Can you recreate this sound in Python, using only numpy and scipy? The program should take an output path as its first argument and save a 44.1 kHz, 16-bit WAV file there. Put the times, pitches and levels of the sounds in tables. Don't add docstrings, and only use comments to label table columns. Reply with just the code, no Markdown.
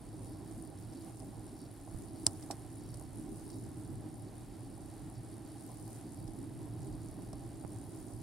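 import sys
import numpy as np
from scipy.fft import rfft, irfft, next_fast_len
from scipy.io import wavfile
from scipy.ndimage import map_coordinates

SR = 44100
rng = np.random.default_rng(int(sys.argv[2]) if len(sys.argv) > 2 else 0)


def wav_record(signal):
    frames = np.transpose(np.atleast_2d(signal))
    bounded = np.clip(frames, -1, 1)
    quanta = np.round(bounded * 32767).astype(np.int16)
    wavfile.write(sys.argv[1], SR, quanta)


N = 362502
TOP_HZ = 15830


def amp(db):
    return 10 ** (np.asarray(db) / 20)


def unit(x):
    return x / np.sqrt(np.mean(x ** 2) + 1e-20)


def curve(rows):
    return np.interp(np.arange(N) / SR, *np.transpose(rows))


def swell(centre_s, half_length):
    return np.exp(-((np.arange(N) / SR - centre_s) / half_length) ** 2)


def wobble(rate):
    knots = rng.standard_normal(int(N * rate / SR) + 4)
    return map_coordinates(knots, [np.arange(N) * rate / SR])


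def filtered(x, response):
    size = next_fast_len(N + SR // 2)
    return irfft(rfft(x, size) * response(np.fft.rfftfreq(size, 1 / SR)), size)[..., :N]


def coloured(x, points):
    hz, db = np.transpose(points)
    return filtered(x, lambda f: amp(np.interp(np.log(f + 1), np.log(hz), db)))


def resonate(x, modes):
    return filtered(x, lambda f: sum(
        (-1) ** k * amp(db) * 1j * f * width / (hz * hz - f * f + 1j * f * width)
        for k, (hz, width, db) in enumerate(modes)))


def noise_pair(side_db):
    mid, side = rng.standard_normal((2, N))
    return unit(np.array([mid + amp(side_db) * side, mid - amp(side_db) * side]))


def panned(x, left_db):
    return x * amp([[left_db / 2], [-left_db / 2]])


def add(track, start_s, sound):
    part = track[..., round(start_s * SR):][..., :sound.shape[-1]]
    part += sound[..., :part.shape[-1]]


# frequency in Hz, relative level in dB.
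STREET_SPECTRUM = [(200, -10), (600, 4), (1000, 1), (1300, 1.5), (1800, 0.5), (2600, -5), (4000, -4.5),
                   (6000, -9.5), (10000, -1.5), (15800, -25)]

def street_wash(level_db=-65.5):
    rush = unit(coloured(noise_pair(side_db=-9.5), STREET_SPECTRUM))
    return panned(rush * amp(level_db + 0.94 * wobble(12)), left_db=-1.0)


# frequency in Hz, relative level in dB.
BUFFET_SPECTRUM = [(12, -24), (25, -10), (41, 5), (56, 2.5), (80, -10), (150, -27), (400, -72),
                   (1000, -120)]
# centre in seconds, half length in seconds, rise in dB.
GUSTS = [(.25, .3, 7), (1.417, .05, 10), (1.85, 0.23, 4), (3.05, 0.22, 9), (6.29, 0.076, 12),
         (6.918, .05, 8), (7.36, 0.14, 12)]
# start in seconds, peak in dB before panning, left minus right in dB,
# length of the pressure pulse in seconds.
EDDIES = [(1.946, -34.5, -12, 0.0054), (7.639, -42, -14, 0.0017), (7.649, -36.5, -20.5, 0.002)]

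def headwind(breeze_db=-62):
    level_db = breeze_db + sum(db * swell(s, half_length) for s, half_length, db in GUSTS)
    lumps = unit(coloured(noise_pair(side_db=-7), BUFFET_SPECTRUM))
    out = panned(lumps * amp(level_db + 2.6 * wobble(16)), left_db=-4.0)
    t = np.arange(SR // 20) / SR
    for start, db, left_db, length in EDDIES:
        age = t / length
        pop = (1 - age) * np.exp(-age) * (1 - np.exp(-age / 0.12)) ** 2
        add(out, start, panned(amp(db) * pop / pop.max(), left_db))
    return out


# frequency in Hz, width in Hz, relative level in dB.
MOUNT_MODES = [(76.4, 90, -10.5), (111.5, 17.2, 6), (172.3, 31.4, -7)]
FRAME_MODES = [(204, 74, -9), (282.5, 59, -2), (320.7, 24.1, 2.5), (398.7, 51, -10)]
HANDLEBAR_MODES = [(444, 90, -5), (640, 121, -3), (794, 58, 0), (899, 62, -5.5), (1019, 180, -8.5),
                   (1550, 1600, -26), (2280, 290, -32)]
# time in seconds, roughness in dB over ordinary surface.
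ROUGHNESS = [(0, -2), (.5, 0.5), (.9, -1.5), (1.4, -.5), (1.75, -3.5), (2.0, 1), (2.7, -2), (3.25, 1.5),
             (4.0, 2), (4.45, -.5), (5.5, -1.5), (6.05, -1), (6.8, 3.5), (7.8, 0), (8.22, 0.5)]
# centre and half length in seconds, extra mount sway and frame drumming in dB.
ROAD_PATCHES = [(1.944, 0.04, 6, 0), (2.92, 0.053, 5, -1.5), (3.266, .06, -1, 4), (3.566, 0.07, -2, 4),
                (3.96, .05, 4.5, -1), (5.066, .04, 6.5, -0.5), (6.798, 0.11, 2, 0)]

def road_rumble():
    rough_db = curve(ROUGHNESS)
    sway_db = -50 + 1.33 * rough_db + 0.91 * wobble(8)
    drum_db = -50.5 + 0.67 * rough_db + 0.39 * wobble(8)
    ring_db = -61 + 0.15 * rough_db + 0.64 * wobble(4.5)
    for centre, half_length, extra_sway_db, extra_drum_db in ROAD_PATCHES:
        sway_db += extra_sway_db * swell(centre, half_length)
        drum_db += extra_drum_db * swell(centre, half_length)
    tyre = lambda x, edge_hz: filtered(x, lambda f: 1 / (1 + (f / edge_hz) ** 4))
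    stones = lambda: noise_pair(side_db=-9.5) * amp(1.8 * wobble(45))
    sway = unit(tyre(resonate(noise_pair(side_db=-9.0), MOUNT_MODES), edge_hz=370)) * amp(sway_db)
    drum = unit(tyre(resonate(stones(), FRAME_MODES), edge_hz=498)) * amp(drum_db)
    ring = unit(tyre(resonate(stones(), HANDLEBAR_MODES), edge_hz=1440)) * amp(ring_db)
    return panned(sway, left_db=-1.5) + panned(drum, left_db=-2.5) + panned(ring, left_db=-4.5)


# start in seconds, push on handlebar, frame and
# mount in relative dB, contact time in seconds, seconds for the judder to fall 60 dB.
JOLTS = [(1.874, -47, -48, -60, .0001, .04), (2.052, -52, -56, -55, .0005, 0.09),
         (2.2668, -36, -42, -35.5, 0.000023, 0.14), (2.509, -38, -55, -55, 0.00044, 0.24),
         (3.011, -44.5, -54, -49, .00025, 0.028), (3.768, -53, -58, -36, 0.00051, 0.066),
         (6.243, -52, -44, -37, 0.00082, 0.11), (7.187, -45, -51, -48, .0003, .06),
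         (7.331, -42, -50, -43, 0.00024, 0.051)]

def jolts():
    force, t = np.zeros((3, N)), np.arange(SR // 3) / SR
    for start, bar_db, frame_db, mount_db, contact_s, t60 in JOLTS:
        push = np.exp(-t / contact_s)
        judder = amp(-31.5 - 60 * t / t60) * rng.standard_normal(len(t))
        add(force, start, amp([[bar_db], [frame_db], [mount_db]]) * (push / push.sum() + judder))
    on_bar, on_frame, on_mount = force
    ring = amp(41.0) * resonate(on_bar, HANDLEBAR_MODES)
    drum = amp(47.5) * resonate(on_frame, FRAME_MODES)
    sway = amp(45.0) * resonate(on_mount, MOUNT_MODES)
    return panned(ring + drum + sway, left_db=-5.5)


# start in seconds, level in dB, seconds to fall 60 dB.
RATTLES = [(.929, -55, .03), (1.201, -51, .02), (2.2646, -33, 0.036), (2.267, -47, 0.078),
           (2.425, -52, 0.06), (2.510, -39, 0.027), (2.5102, -45.5, 0.077), (2.941, -49.5, 0.034),
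           (3.501, -50, 0.036), (6.277, -54, 0.043), (7.33, -50, 0.035)]
# frequency in Hz, relative level in dB.
RATTLE_SPECTRUM = [(800, -8), (2500, -14), (4200, -8), (5400, 2), (6700, -12), (8500, 2), (10300, -6.5),
                   (12500, -19), (15800, -23)]

def rattles():
    envelope, t = np.zeros(N), np.arange(SR // 8) / SR
    for start, db, t60 in RATTLES:
        add(envelope, start, amp(db - 60 * t / t60))
    return envelope * unit(coloured(noise_pair(side_db=-3.5), RATTLE_SPECTRUM))


# time in seconds, links per second.
LINK_RATE = [(0, 77.5), (.8, 80.3), (1.4, 81.3), (2.25, 80.5), (2.6, 74.3), (3.6, 75.3), (4.6, 75.3),
             (5.3, 74.5), (8.2, 74.4)]

def links_passed():
    return np.cumsum(curve(LINK_RATE)) / SR


# resonance in Hz, width in Hz, relative level in dB.
CAGE_MODES = [(3880, 190, -5.5), (4607, 154, 0.5), (5450, 220, -3.5)]
# time in seconds, level in dB at the height of a rub.
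RUB_LEVEL = [(0, -80), (2.2, -75), (3.5, -74), (4.15, -87), (5.5, -88), (6.2, -80), (8.22, -89)]

def cage_rub(ring_teeth=50, rub_at_turn=0.54, width_turns=0.096, between_rubs_db=-76):
    turns_from_rub = (links_passed() / ring_teeth - rub_at_turn + .5) % 1 - .5
    rub = amp(curve(RUB_LEVEL)) * np.exp(-.5 * (turns_from_rub / width_turns) ** 2)
    pressure = amp(between_rubs_db) + rub
    chatter = noise_pair(side_db=-20) * amp(2.8 * wobble(70))
    return panned(unit(resonate(chatter, CAGE_MODES)) * pressure, left_db=1.0)


def link_contacts(count=10, t60=.004):
    meet_s = np.flatnonzero(np.diff(np.floor(links_passed()))) / SR
    links = len(meet_s)
    shape = (links, count)
    link_db = 1.2 * rng.standard_normal(links) + 1.2 * (-1) ** np.arange(links)
    seat_s = meet_s + rng.normal(0, .0007, links)
    contact_s = seat_s[:, None] + rng.exponential(.0019, shape)
    strength = amp(link_db[:, None] + 1.8 * rng.standard_normal(shape))
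    hz = rng.uniform(6500, TOP_HZ, shape)
    t = np.arange(SR // 100) / SR
    samples = (contact_s[..., None] * SR + np.arange(len(t))).astype(int)
    envelope = strength[..., None] * amp(-60 * t / t60)
    out = np.zeros((2, N))
    for microphone in out:
        pings = envelope * np.sin(2 * np.pi * (hz[..., None] * t + rng.random(shape)[..., None]))
        microphone += np.bincount(samples.ravel(), pings.ravel(), N)[:N]
    return unit(out)


# centre in seconds, half length in seconds, rise in dB.
MESHING = [(.25, .1, 3.5), (.58, .12, 3), (1.102, 0.24, 4), (2.29, 0.31, 6.5), (2.93, 0.11, 3.5),
           (3.42, 0.3, 5), (4.33, 0.07, 1), (4.88, 0.13, 2), (5.817, 0.29, 7), (6.8, .3, 2),
           (8.025, 0.29, 5.5)]
# frequency in Hz, relative dB.
CHAIN_LEFT = [(2500, -40), (5000, -8), (7900, -17.5), (8900, -4.5), (9950, 0.5), (10800, -8),
              (12500, -15.5), (15800, -19.5)]
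CHAIN_RIGHT = [(2500, -36), (5000, -15), (7900, -8.5), (8950, 0.5), (9500, -8), (10200, -9.5),
               (12500, -20.5), (15800, -21)]

def chain_ticking(free_running_db=-64.5):
    mesh_db = sum(db * swell(s, half_length) for s, half_length, db in MESHING)
    hiss_ratio = amp(-4 + 0.63 * mesh_db)
    left, right = (link_contacts() + hiss_ratio * noise_pair(side_db=-1)) / np.sqrt(1 + hiss_ratio ** 2)
    ticking = unit(np.array([coloured(left, CHAIN_LEFT), coloured(right, CHAIN_RIGHT)]))
    return ticking * amp(free_running_db + mesh_db + 1.4 * wobble(16))


# frequency in Hz, seconds to fall
# 60 dB, left and right levels in dB, polarity of the right microphone (+1 with the left, -1 against).
SHELL_MODES = [(3600, 0.0047, -20, -25.5, 1), (4600, 0.0075, -27, -16.5, 1), (5160, 0.0055, -6.5, -12, 1),
               (6870, 0.0029, -14, -6.5, -1), (7900, .003, -20, -16, -1), (8330, 0.0032, -5.5, 3, 1),
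               (9900, .005, -12.5, -25, 1), (10600, 0.0045, -25, -21, 1), (12700, 0.0028, -22, -35, 1)]

def lever_snap(start_s, attack_s=0.0003):
    out, t = np.zeros((2, N)), np.arange(SR // 20) / SR
    ring = np.zeros((2, len(t)))
    for hz, t60, left_db, right_db, polarity in SHELL_MODES:
        gains = np.array([[amp(left_db)], [amp(right_db) * np.sign(polarity)]])
        ring += gains * amp(-60 * t / t60) * np.sin(2 * np.pi * hz * t)
    add(out, start_s, ring * (1 - np.exp(-(t / attack_s) ** 2)))
    return out


# frequency in Hz, seconds to fall 60 dB, relative dB.
HUB_MODES = [(294, 0.04, -32.5), (706, 0.034, -33), (782, 0.028, -28), (1033, 0.027, -37)]

def chain_drop(start_s, attack_s=0.0035):
    out, t = np.zeros(N), np.arange(SR // 10) / SR
    ring = sum(amp(db - 60 * t / t60) * np.sin(2 * np.pi * hz * t) for hz, t60, db in HUB_MODES)
    add(out, start_s, amp(3.5) * ring * (1 - np.exp(-t / attack_s)))
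    return panned(out, left_db=-6)


def scene():
    background = road_rumble() + headwind() + street_wash()
    pedalling = chain_ticking() + cage_rub()
    gear_change = lever_snap(start_s=2.2667) + chain_drop(start_s=2.5028)
    return background + jolts() + rattles() + pedalling + gear_change


def record(dry):
    return filtered(dry, lambda hz: hz < TOP_HZ)


dry = scene()
out = record(dry)
wav_record(out)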